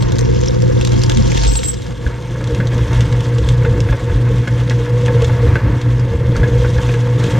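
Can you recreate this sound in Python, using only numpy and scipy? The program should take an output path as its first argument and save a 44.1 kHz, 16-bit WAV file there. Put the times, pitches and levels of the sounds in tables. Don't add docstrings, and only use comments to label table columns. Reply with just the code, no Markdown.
import sys
import numpy as np
from scipy import signal
from scipy.fft import rfft, irfft
from scipy.io import wavfile

SR = 44100
rng = np.random.default_rng(int(sys.argv[2]) if len(sys.argv) > 2 else 0)


def unload_audio(sound):
    columns = np.transpose(np.atleast_2d(sound))
    steps = np.round(np.clip(columns, -1, 1) * 32767)
    wavfile.write(sys.argv[1], SR, steps.astype(np.int16))


N = 325899
T = np.arange(N) / SR
FREQS = np.fft.rfftfreq(N, 1 / SR)

MAINS_HZ, TOP_HZ = 60, 15200
STROKE_HZ, FIRST_STROKE_S = 4.415, .055
START_TURN, MESH_TEETH, PINION_RATIO = -.13, 33, 3
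BITE_SAG, BITE_LAG_S, BITE_SLOW_S = .028, .0069, .03
DIP_DEPTH = .82

# mains_multiple, plain_dough_db, chip_heavy_dough_db
HUM_ORDERS = [(1, 13, -42.5), (2, 0, 1.5), (3, 3, -29.5), (4, -31.5, -24), (5, -28, -18.5), (6, -4.5, -29),
              (15, -73, -32)]
# time_s, level_db
HUM_LEVEL = [(0.0, -17), (0.25, -16.5), (0.55, -17), (1.0, -15.5), (1.35, -20), (1.5, -27), (2.15, -28),
             (2.45, -20), (3.0, -13.0), (4.0, -14.5), (5.1, -14), (5.6, -14.5), (7.39, -14.5)]
# time_s, load_0_to_1
MOTOR_LOAD = [(0, 0.54), (1.4, 0.59), (2.6, 0.96), (7.39, 0.81)]
# time_s, half_s, stand_share (how far the stand goes quiet too)
HUM_DIPS = [(2.885, .02, 0), (3.087, .024, 0), (3.24, .03, .6), (3.44, .035, 0), (3.76, .015, 0),
            (3.869, .024, 0), (3.995, .04, .8), (4.119, .032, 0), (4.468, .027, .6), (4.865, .028, .6),
            (5.597, .033, .8), (5.69, .018, 0), (5.81, .032, .8), (6.15, .024, 0), (6.388, .027, 0),
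            (6.5, .016, .3), (6.82, .018, .6), (7.305, .027, .3)]
# time_s, turns_per_s
SHAFT_SPEED = [(0, 14.0), (.3, 14.05), (.45, 14.85), (.75, 14.9), (1.0, 14.4), (1.5, 14.35), (1.8, 14.65),
               (2.5, 14.5), (5.0, 14.7), (5.3, 14.5), (7.39, 14.65)]
# time_s, level_db
GEAR_LEVEL = [(0.0, -44), (0.25, -33.5), (0.7, -32.5), (1.15, -45.5), (1.9, -41), (2.45, -36),
              (3.05, -33.5), (3.65, -29.5), (4.0, -35.5), (4.7, -32.5), (5.1, -27), (5.4, -28), (5.75, -37),
              (6.15, -27.5), (6.5, -29), (7.1, -26.5), (7.39, -32.5)]
# time_s, gear_level_change_db
BITES = [(2.515, 14.5), (2.775, 9), (3.39, 9), (3.676, 5), (3.859, -4), (4.08, 7), (4.31, 15), (4.809, 10),
         (5.16, 9), (5.232, 16.5), (5.44, 8), (6.136, 12), (6.4, -12), (6.51, -4), (6.961, 1.5), (7.25, 4)]
# time_s, drag_0_to_1
DOUGH_DRAG = [(2.4, 0.2), (3.0, 0.37), (4.05, 0.25), (4.3, 0.25), (4.5, 0.6), (5.05, 0.25), (5.7, 0.8),
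              (5.95, 0.1), (6.3, 0), (7.0, 0.2), (7.39, 0.5)]
# time_s, shudder_db, kneading_db
SHOVE_LEVELS = [(0.0, -22.5, -26), (0.55, -22.5, -27.5), (0.85, -21, -28), (1.3, -20.5, -28),
                (1.8, -29.5, -34.5), (2.3, -31.5, -27.5), (2.58, -26.5, -25), (3.0, -20, -25.5),
                (3.3, -26.5, -25.5), (3.5, -21, -26), (4.15, -22.5, -25.5), (4.8, -30, -26.5),
                (5.55, -17.5, -24.5), (5.95, -24.5, -26), (6.42, -17.5, -22.5), (6.75, -21.5, -30),
                (7.02, -29.5, -28.5), (7.39, -24.5, -17)]
# time_s, peak_db, pitch_hz, half_s
THUDS = [(1.184, -17.5, 223, 0.027), (1.213, -13, 52.7, 0.049), (1.478, -7, 51.2, 0.078),
         (2.071, -5, 64.7, 0.0095), (2.538, -13, 60.4, .02), (2.6, -18.5, 198, 0.028),
         (2.818, -15, 54, .04), (2.983, -11, 60, 0.026), (3.078, -17, 55, 0.026), (3.157, -16, 50, 0.023),
         (3.444, -9.5, 62, 0.044), (3.53, -15, 55, .025), (3.693, -14, 88, 0.04), (3.849, -14, 80.5, 0.023),
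         (3.916, -10, 63, 0.022), (4.112, -10.5, 84, 0.024), (4.151, -9, 51.4, 0.033),
         (4.314, -17, 80, .012), (5.245, -12, 71, .03), (5.477, -9, 75, 0.024), (5.546, -12, 65, 0.017),
         (5.715, -8, 54, 0.049), (6.156, -8.5, 81, 0.019), (6.409, -9, 60, 0.015), (6.577, -12, 55, 0.032),
         (6.653, -24, 55, .015), (6.78, -4, 63, 0.013)]
# time_s, level_db
CHURN_LEVEL = [(0.0, -35.5), (0.72, -38), (0.88, -36), (1.42, -36.5), (1.7, -44), (1.95, -40.5), (2.1, -37),
               (2.22, -40), (2.6, -34.5), (3.0, -32), (3.2, -34.5), (3.85, -35), (4.7, -35.5),
               (5.55, -30.5), (5.85, -35), (6.15, -34.5), (6.4, -33), (7.1, -34.5), (7.3, -29.5)]
# time_s, level_db
STICKY_LEVEL = [(0, -50.5), (1.4, -36.5), (1.8, -40.5), (2.22, -43), (2.55, -40.5), (3.0, -38.5),
                (3.65, -40.5), (3.8, -40.5), (4.25, -41), (4.5, -40), (4.9, -40), (5.25, -37.5),
                (5.65, -43.5), (6.25, -44), (6.38, -40.5), (6.5, -39.5), (6.9, -35), (7.12, -43),
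                (7.26, -32), (7.39, -36)]
# time_s, level_db
POUR_LEVEL = [(0.0, -38), (0.2, -40), (0.3, -36.5), (0.45, -35), (0.7, -42.5), (0.85, -35.5), (1.1, -36.5),
              (1.22, -34.5), (1.42, -26), (1.62, -34.5), (1.9, -31)]
# freq_hz, gain_db
SHUDDER_SPECTRUM = [(15, -37.5), (32, -5.5), (47, -5.5), (60, 1.5), (72, -10.5), (100, -4), (135, -13.5),
                    (170, -15.5), (300, -81.5)]
# freq_hz, gain_db
KNEAD_SPECTRUM = [(70, -42.5), (140, 5.5), (190, -2), (260, -9), (310, -4.5), (385, -11.5), (520, -2.5),
                  (650, -27.5), (1000, -60.5)]
# freq_hz, gain_db
CHURN_SPECTRUM = [(300, 6.5), (560, 0.5), (680, 5), (790, -4.5), (910, 7.5), (1050, 3), (1300, 1.5),
                  (1480, 0.5), (1660, 3), (1950, 0), (2600, -6.5), (3400, -17), (4500, -17.5),
                  (9000, -34.5)]
# freq_hz, gain_db
STICKY_SPECTRUM = [(1200, -1), (2500, 1.5), (3400, 9), (4200, 0), (5000, -1), (6100, 1), (7500, -4.5),
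                   (9500, -11.5), (11500, -21.5), (13000, -16), (15000, -44.5)]
# freq_hz, gain_db
CRINKLE_SPECTRUM = [(900, 1), (2200, 0), (3400, 4), (4600, 2), (5700, 4.5), (7200, -1), (8600, -39),
                    (11500, -48), (15000, -53)]
# freq_hz, gain_db
CRACK_SPECTRUM = [(500, 0), (1200, 3.5), (2500, 3.5), (3500, 2.5), (4700, 1.5), (6300, 4.5), (8000, -2.5),
                  (10500, -18), (15000, -32)]
# time_s, peak_db, centre_hz
KNOCKS = [(1.095, -18, 2500), (2.064, -16, 1660), (2.407, -20, 920), (2.602, -13, 1590),
          (3.649, -12.5, 1530), (3.887, -17.5, 1980), (3.926, -14.5, 1240), (4.097, -18, 950),
          (4.474, -14, 1950), (4.707, -13.5, 1680), (5.08, -14, 1700), (5.555, -8.5, 1620),
          (6.356, -14.5, 1400), (6.432, -12, 1590), (6.646, -14, 1460), (6.782, -15.5, 1240),
          (6.889, -15.5, 2320), (6.94, -16.5, 1870), (7.24, -22, 1520)]
# freq_hz, level_db, t60_s
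DAMPED_BOWL = [(903, -6, 0.25), (1000, -55, 0.0086), (1280, -26, 0.018), (1530, 6, 0.047),
               (1670, 9.5, 0.036), (1730, -12, 0.0085), (2025, -10.5, 0.018), (2420, 3, 0.011),
               (3380, -2, 0.031)]
# freq_hz, level_db, t60_s
SINGING_BOWL = [(918, 3, 0.41), (864, -11, 0.59), (1410, -12, 0.41), (3500, -19, .15)]
# time_s, peak_db
DROPS = [(1.11, -23.5), (1.35, -22), (1.445, -23), (1.56, -28.5)]
# time_s, peak_db, centre_hz
FOIL_SNAPS = [(0.0243, -15, 4060), (0.1214, -16.5, 3470), (0.1565, -22, 4770), (0.1845, -12.5, 4080),
              (0.1906, -15, 6700), (0.2096, -17, 5610), (0.4125, -19, 6110), (0.46, -18, 5900),
              (0.622, -18, 5000), (0.7223, -28, 2990), (0.8117, -13.5, 3100), (0.8492, -11.5, 3640),
              (0.8729, -14.5, 3770), (0.9202, -15, 2420), (0.9637, -21.5, 3390), (0.9926, -20.5, 5500),
              (1.0176, -17, 4020), (1.0355, -10, 4900), (1.0965, -8.5, 3670), (1.1189, -14.5, 3420),
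              (1.172, -11, 3370)]
# time_s, peak_db, centre_hz
CHIP_CRACKS = [(1.3014, -24, 3190), (1.3179, -17, 2100), (1.3468, -18, 3500), (1.3748, -14.5, 3770),
               (1.4062, -25, 4390), (1.4346, -15, 4380), (1.449, -18, 3530), (1.49, -25, 3700),
               (1.5544, -16, 4130), (1.594, -28, 3500), (1.6322, -16.5, 3330), (1.6854, -21, 5870),
               (1.716, -27, 5500), (1.732, -28, 3430), (2.4409, -20.5, 3380), (2.4736, -23, 3270),
               (2.5473, -22.5, 2670), (2.6713, -20, 3520), (2.7801, -21.5, 3060), (2.931, -21.5, 3700),
               (3.0071, -16.5, 2970), (3.1248, -21, 3330), (3.2058, -22, 2980), (3.3837, -20, 3230),
               (3.4885, -13, 3570), (3.8038, -18, 3100), (4.4774, -25.5, 3240), (4.6356, -32, 3540),
               (4.6972, -16.5, 3680), (5.0604, -19.5, 2980), (5.2205, -17, 2940), (5.2455, -15.5, 3720),
               (5.8147, -22, 3730), (5.9955, -28, 4800), (6.3649, -19.5, 4500), (6.8324, -22.5, 2810),
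               (6.9396, -23, 3040), (7.2404, -18, 2640)]
# time_s, peak_db
SQUEALS = [(0.02, -43.5), (1.485, -34.5), (1.525, -31.5), (1.569, -26.5), (1.654, -26), (1.693, -24)]
# freq_hz, level_db
SQUEAL_TONES = [(7673, 3.5), (13624, -20)]
# freq_hz, side_minus_mid_db
SIDE_SPECTRUM = [(60, -8.5), (120, -4.5), (190, 10), (380, 10.5), (520, 10), (700, 7), (920, 5),
                 (1280, -1.5), (2350, -4.5), (4330, -9), (8000, 1.5), (14700, -1)]
# time_s, width_db
WIDTH_LEVEL = [(0, -2), (1.5, -0.5), (1.75, -3), (2.0, -13.5), (2.3, -20.5), (2.7, -70)]


def amp(db):
    return 10 ** (np.asarray(db) / 20)


def unit(x):
    return x / np.sqrt(np.mean(x ** 2) + 1e-20)


def curve(rows, axis=1):
    rows = np.asarray(rows, float)
    return np.interp(T, rows[:, 0], rows[:, axis])


def bump(time_s, half_s):
    return np.exp(-((T - time_s) / half_s) ** 2)


def shape(points, hz):
    f, db = np.transpose(points)
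    return amp(np.interp(np.log(hz + 1), np.log(f), db))


def colour(x, points, size=8192):
    log_gain = np.log(shape(points, abs(np.fft.fftfreq(size, 1 / SR))))
    response = np.fft.ifft(np.exp(np.conj(signal.hilbert(log_gain)))).real
    return signal.oaconvolve(x, response[:size // 2])[:len(x)]


def wander(hz, size=8192):
    step_s = N / SR / size
    rolloff = 1 + (np.fft.rfftfreq(size, step_s) / hz) ** 4
    slow = irfft(rfft(rng.standard_normal(size)) / rolloff)
    return np.interp(T, np.arange(size) * step_s, unit(slow))


def grains(per_s, spread_db):
    size = amp(spread_db * np.minimum(rng.exponential(1, N), 4.5))
    present = rng.random(N) < per_s / SR
    return unit(size * rng.choice([-1, 1], N) * present)


def ticks(per_s, spread_db, low_hz, high_hz, cycles=3.5, count=22):
    out = np.zeros(N)
    for hz in np.geomspace(low_hz, high_hz, count):
        pole = np.exp((2j * np.pi - 1 / cycles) * hz / SR)
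        clicks = grains(per_s / count, spread_db)
        ringing = signal.lfilter([1, 0, -1], [1, -2 * pole.real, abs(pole) ** 2], clicks)
        out += np.sqrt(hz) * unit(ringing)
    return unit(out)


def resonate(x, hz, width_hz):
    turn = np.exp(2j * np.pi * np.cumsum(hz * np.ones(len(x))) / SR)
    r = np.exp(-np.pi * width_hz / SR)
    return 2 * (turn * signal.lfilter([1 - r], [1, -r], x / turn)).real


def resonate_twice(x, hz, width_hz, second_width_hz):
    return unit(resonate(resonate(x, hz, width_hz), hz, second_width_hz))


def modes(rows, t):
    return sum(amp(db - 60 * t / t60_s) * np.sin(2 * np.pi * hz * t) for hz, db, t60_s in rows)


def add(mix, time_s, sound):
    part = mix[max(round(time_s * SR), 0):][:len(sound)]
    part += sound[:len(part)]


def echoes(x, t60_s, size=12000):
    t = T[:size]
    tail = rng.standard_normal(size) * amp(-60 * t / t60_s) * (t > .0008)
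    return signal.oaconvolve(x, tail / np.linalg.norm(tail))[:N]


def scatter(levels, count, over_db, spread_db=3, low_hz=2700, high_hz=6200):
    s, db = np.transpose(levels)
    when, size, pitch = rng.random((count, 3)).T
    when = s[0] + (s[-1] - s[0]) * (np.arange(count) + when) / count
    peak_db = np.interp(when, s, db) + over_db + spread_db * (2 * size - 1)
    return list(zip(when, peak_db, low_hz * (high_hz / low_hz) ** pitch))


def stroke(per_stroke=1, late_s=0):
    return np.cos(2 * np.pi * per_stroke * STROKE_HZ * (T - FIRST_STROKE_S - late_s))


def shaft_turns():
    slowing = sum(bump(s + BITE_LAG_S, BITE_SLOW_S) for s, _ in BITES)
    return START_TURN + np.cumsum(curve(SHAFT_SPEED) * (1 - BITE_SAG * slowing)) / SR


def dips(hum_only):
    gain = np.ones(N)
    for s, half_s, stand_share in HUM_DIPS:
        share = 1 if hum_only else stand_share
        gain *= 1 - DIP_DEPTH * share * bump(s, half_s)
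    return gain


def bag_rub():
    chirp = resonate_twice(rng.standard_normal(N), 5650, 600, 600)
    return amp(-17) * bump(.485, .0029) * chirp


def pour(stop_s=1.74, fade_s=.12):
    crinkle = ticks(1100, 4.0, 2200, 7500, cycles=2.0)
    crinkle += 1.2 * grains(420, 4.2) + .3 * rng.standard_normal(N)
    crinkle *= amp(2.0 * wander(60))
    fade = np.clip((stop_s - T) / fade_s, 0, 1)
    return fade * amp(curve(POUR_LEVEL)) * unit(colour(crinkle, CRINKLE_SPECTRUM))


def squeal(half_s=.014, skirt_s=.053, skirt_db=-17):
    tones, slips = np.zeros(N), np.zeros(N)
    for hz, db in SQUEAL_TONES:
        tones += amp(db + 3.7 * wander(60)) * np.sin(2 * np.pi * hz * T + 1.1 * wander(38))
    for s, db in SQUEALS:
        slips += amp(db) * (bump(s, half_s) + amp(skirt_db) * np.exp(-abs(T - s) / skirt_s))
    return np.sqrt(2) * slips * tones


def bowl_song(size=22000):
    out, ring = np.zeros(N), modes(SINGING_BOWL, T[:size])
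    for s, db in DROPS:
        add(out, s, amp(db) * ring)
    return out


def snaps(rows, crack_s, tail, level_db, sheen_db, width_hz=600, ring=.63, size=3000):
    t, out = T[:size], np.zeros(N)
    for s, db, hz in rows:
        crack = rng.standard_normal(size) * (np.exp(-t / crack_s) + tail * np.exp(-t / .01))
        front = rng.standard_normal(size) * np.exp(-t / .0015)
        body = unit(crack) + ring * unit(resonate(crack, hz, width_hz))
        sound = unit(colour(body, CRACK_SPECTRUM)) + amp(sheen_db) * unit(front)
        add(out, s, amp(db + level_db) * sound / abs(sound).max())
    return out


def foil_snaps():
    rows = list(FOIL_SNAPS) + scatter(POUR_LEVEL, count=36, over_db=10.5)
    return snaps(rows, crack_s=.0018, tail=.12, level_db=1.5, sheen_db=-21.5)


def chip_cracks():
    rows = list(CHIP_CRACKS) + scatter(STICKY_LEVEL, count=18, over_db=7.5)
    return snaps(rows, crack_s=.0028, tail=.25, level_db=3.5, sheen_db=-26.5)


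def knocks(width_hz=450, size=7000):
    t, out = T[:size], np.zeros(N)
    ring = modes(DAMPED_BOWL, t)
    decay = np.exp(-t / .006) + .52 * np.exp(-t / .016)
    for s, db, hz in KNOCKS:
        crush = rng.standard_normal(size) * decay
        sound = .8 * resonate_twice(crush, hz, width_hz, 2 * width_hz)
        sound += amp(1.5) * unit(signal.fftconvolve(crush, ring)[:size])
        sound += .7 * unit(colour(crush, CHURN_SPECTRUM))
        thump = colour(crush, KNEAD_SPECTRUM)
        knock = sound / abs(sound).max() + amp(-1.0) * thump / abs(thump).max()
        add(out, s, amp(db + .5) * knock)
    return out


def dough(churn_trim_db=3.0, stroke_db=.76):
    churn = .8 * grains(2000, 3) + .4 * ticks(1500, 3, 700, 4500) + rng.standard_normal(N)
    churn *= amp(1.3 * wander(20))
    smacks = ticks(1200, 2.8, 2500, 13000) + .55 * grains(500, 3.6) + 1.4 * rng.standard_normal(N)
    smacks *= amp(1.7 * wander(30))
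    out = amp(curve(CHURN_LEVEL) + churn_trim_db) * unit(colour(churn, CHURN_SPECTRUM))
    out += amp(curve(STICKY_LEVEL)) * unit(colour(smacks, STICKY_SPECTRUM))
    return out * amp(stroke_db * stroke())


def contents():
    direct = dough() + pour() + knocks() + foil_snaps() + chip_cracks() + squeal()
    return amp(-1.0) * direct + amp(-10.5) * echoes(direct, t60_s=.093)


def stand(shudder_trim_db=3.5, light_db=-7.0, lowest_hz=40):
    load, shove = curve(MOTOR_LOAD), curve(DOUGH_DRAG) * stroke()
    shudder = unit(colour(rng.standard_normal(N), SHUDDER_SPECTRUM))
    shudder = unit(np.tanh(shudder))
    shudder *= amp(curve(SHOVE_LEVELS) + shudder_trim_db + 4.5 * shove)
    highpass = signal.butter(4, lowest_hz, "high", fs=SR, output="sos")
    out = signal.sosfilt(highpass, shudder)
    lumps_db = 2.5 * shove + 2.5 * load * wander(12)
    knead_db = curve(SHOVE_LEVELS, axis=2) + light_db * (1 - load) + lumps_db
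    out += amp(knead_db) * unit(colour(grains(900, 1.17), KNEAD_SPECTRUM))
    out *= dips(hum_only=False)
    for s, db, hz, half_s in THUDS:
        out += amp(db) * bump(s, half_s) * np.sin(2 * np.pi * hz * (T - s))
    return out


def gears(width_hz=75, swing_hz=7, bite_half_s=.014, evening=.97, shaft_depth=1.0, pinion_depth=.99):
    load, turns = curve(MOTOR_LOAD), shaft_turns()
    throb, mesh_hz = np.cos(2 * np.pi * turns), MESH_TEETH * curve(SHAFT_SPEED)
    pinion = np.cos(2 * np.pi * PINION_RATIO * turns)
    rasp = resonate_twice(rng.standard_normal(N), mesh_hz, width_hz, width_hz)
    bend = np.cumsum(swing_hz * throb + 4 * load * wander(6.43)) / SR
    mesh = np.sin(2 * np.pi * (MESH_TEETH * turns + bend) + .2 * wander(18)) + .27 * load * rasp
    free = 1 - evening * load ** 2
    swell = (1 + free * shaft_depth * throb) * (1 + free * pinion_depth * pinion)
    bites_db = sum(db * bump(s, bite_half_s) for s, db in BITES)
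    level_db = curve(GEAR_LEVEL) + 2.0 + bites_db + load * 2.5 * wander(2.6)
    return amp(level_db) * unit(mesh * swell)


def hum(throb=.2, lag_turns=.4, sag=.88, sag_late_s=.043, slip_s=.022, slip_lead_s=.0089):
    load, out = curve(MOTOR_LOAD), np.zeros(N)
    push = ((1 - stroke(2, sag_late_s + .006 * wander(5))) / 2) ** 2
    sway = 1 + throb * (1 - load) * np.cos(2 * np.pi * (shaft_turns() - lag_turns)) + .11 * wander(16)
    sway -= sag * curve(DOUGH_DRAG) * (1 + .52 * wander(1.3)) * (push - push.mean())
    sway *= dips(hum_only=True)
    slip = np.zeros(N)
    for s, _, stand_share in HUM_DIPS:
        if stand_share == 0:
            slip -= np.pi * (1 + np.tanh((T - s + slip_lead_s) / slip_s))
    for k, light_db, heavy_db in HUM_ORDERS:
        size = sway if k == 2 else 1 + .61 * load ** 2 * wander(13.7)
        phase = 2 * np.pi * k * MAINS_HZ * T + (k == 2) * slip
        phase += .12 * k ** .7 * load ** 2 * wander(9)
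        out += amp(light_db + load * (heavy_db - light_db)) * size * np.sin(phase)
    return np.sqrt(2) * amp(curve(HUM_LEVEL) - .47) * out


def microphones(mid, scattered, rim, diffuse_hz=1000):
    direct, width = 1 / (1 + (FREQS / diffuse_hz) ** 6), amp(curve(WIDTH_LEVEL))
    side = 1j * np.sqrt(direct) * rfft(width * mid)
    side += np.sqrt(1 - direct) * rfft(width * scattered)
    side = irfft(side * shape(SIDE_SPECTRUM, FREQS), N)
    side += width * rim
    return np.array([mid + side, mid - side])


def scene():
    rim = bowl_song()
    mid = hum() + gears() + stand() + contents() + bag_rub() + amp(-18.0) * rim
    return microphones(mid, contents(), rim)


def record(dry, ceiling=1.0):
    rounded = dry / (1 + (dry / ceiling) ** 6) ** (1 / 6)
    lowpass = signal.firwin(401, TOP_HZ, window=("kaiser", 9), fs=SR)
    return signal.oaconvolve(rounded, lowpass[None], "same", axes=1)


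dry = scene()
out = record(dry)
unload_audio(out)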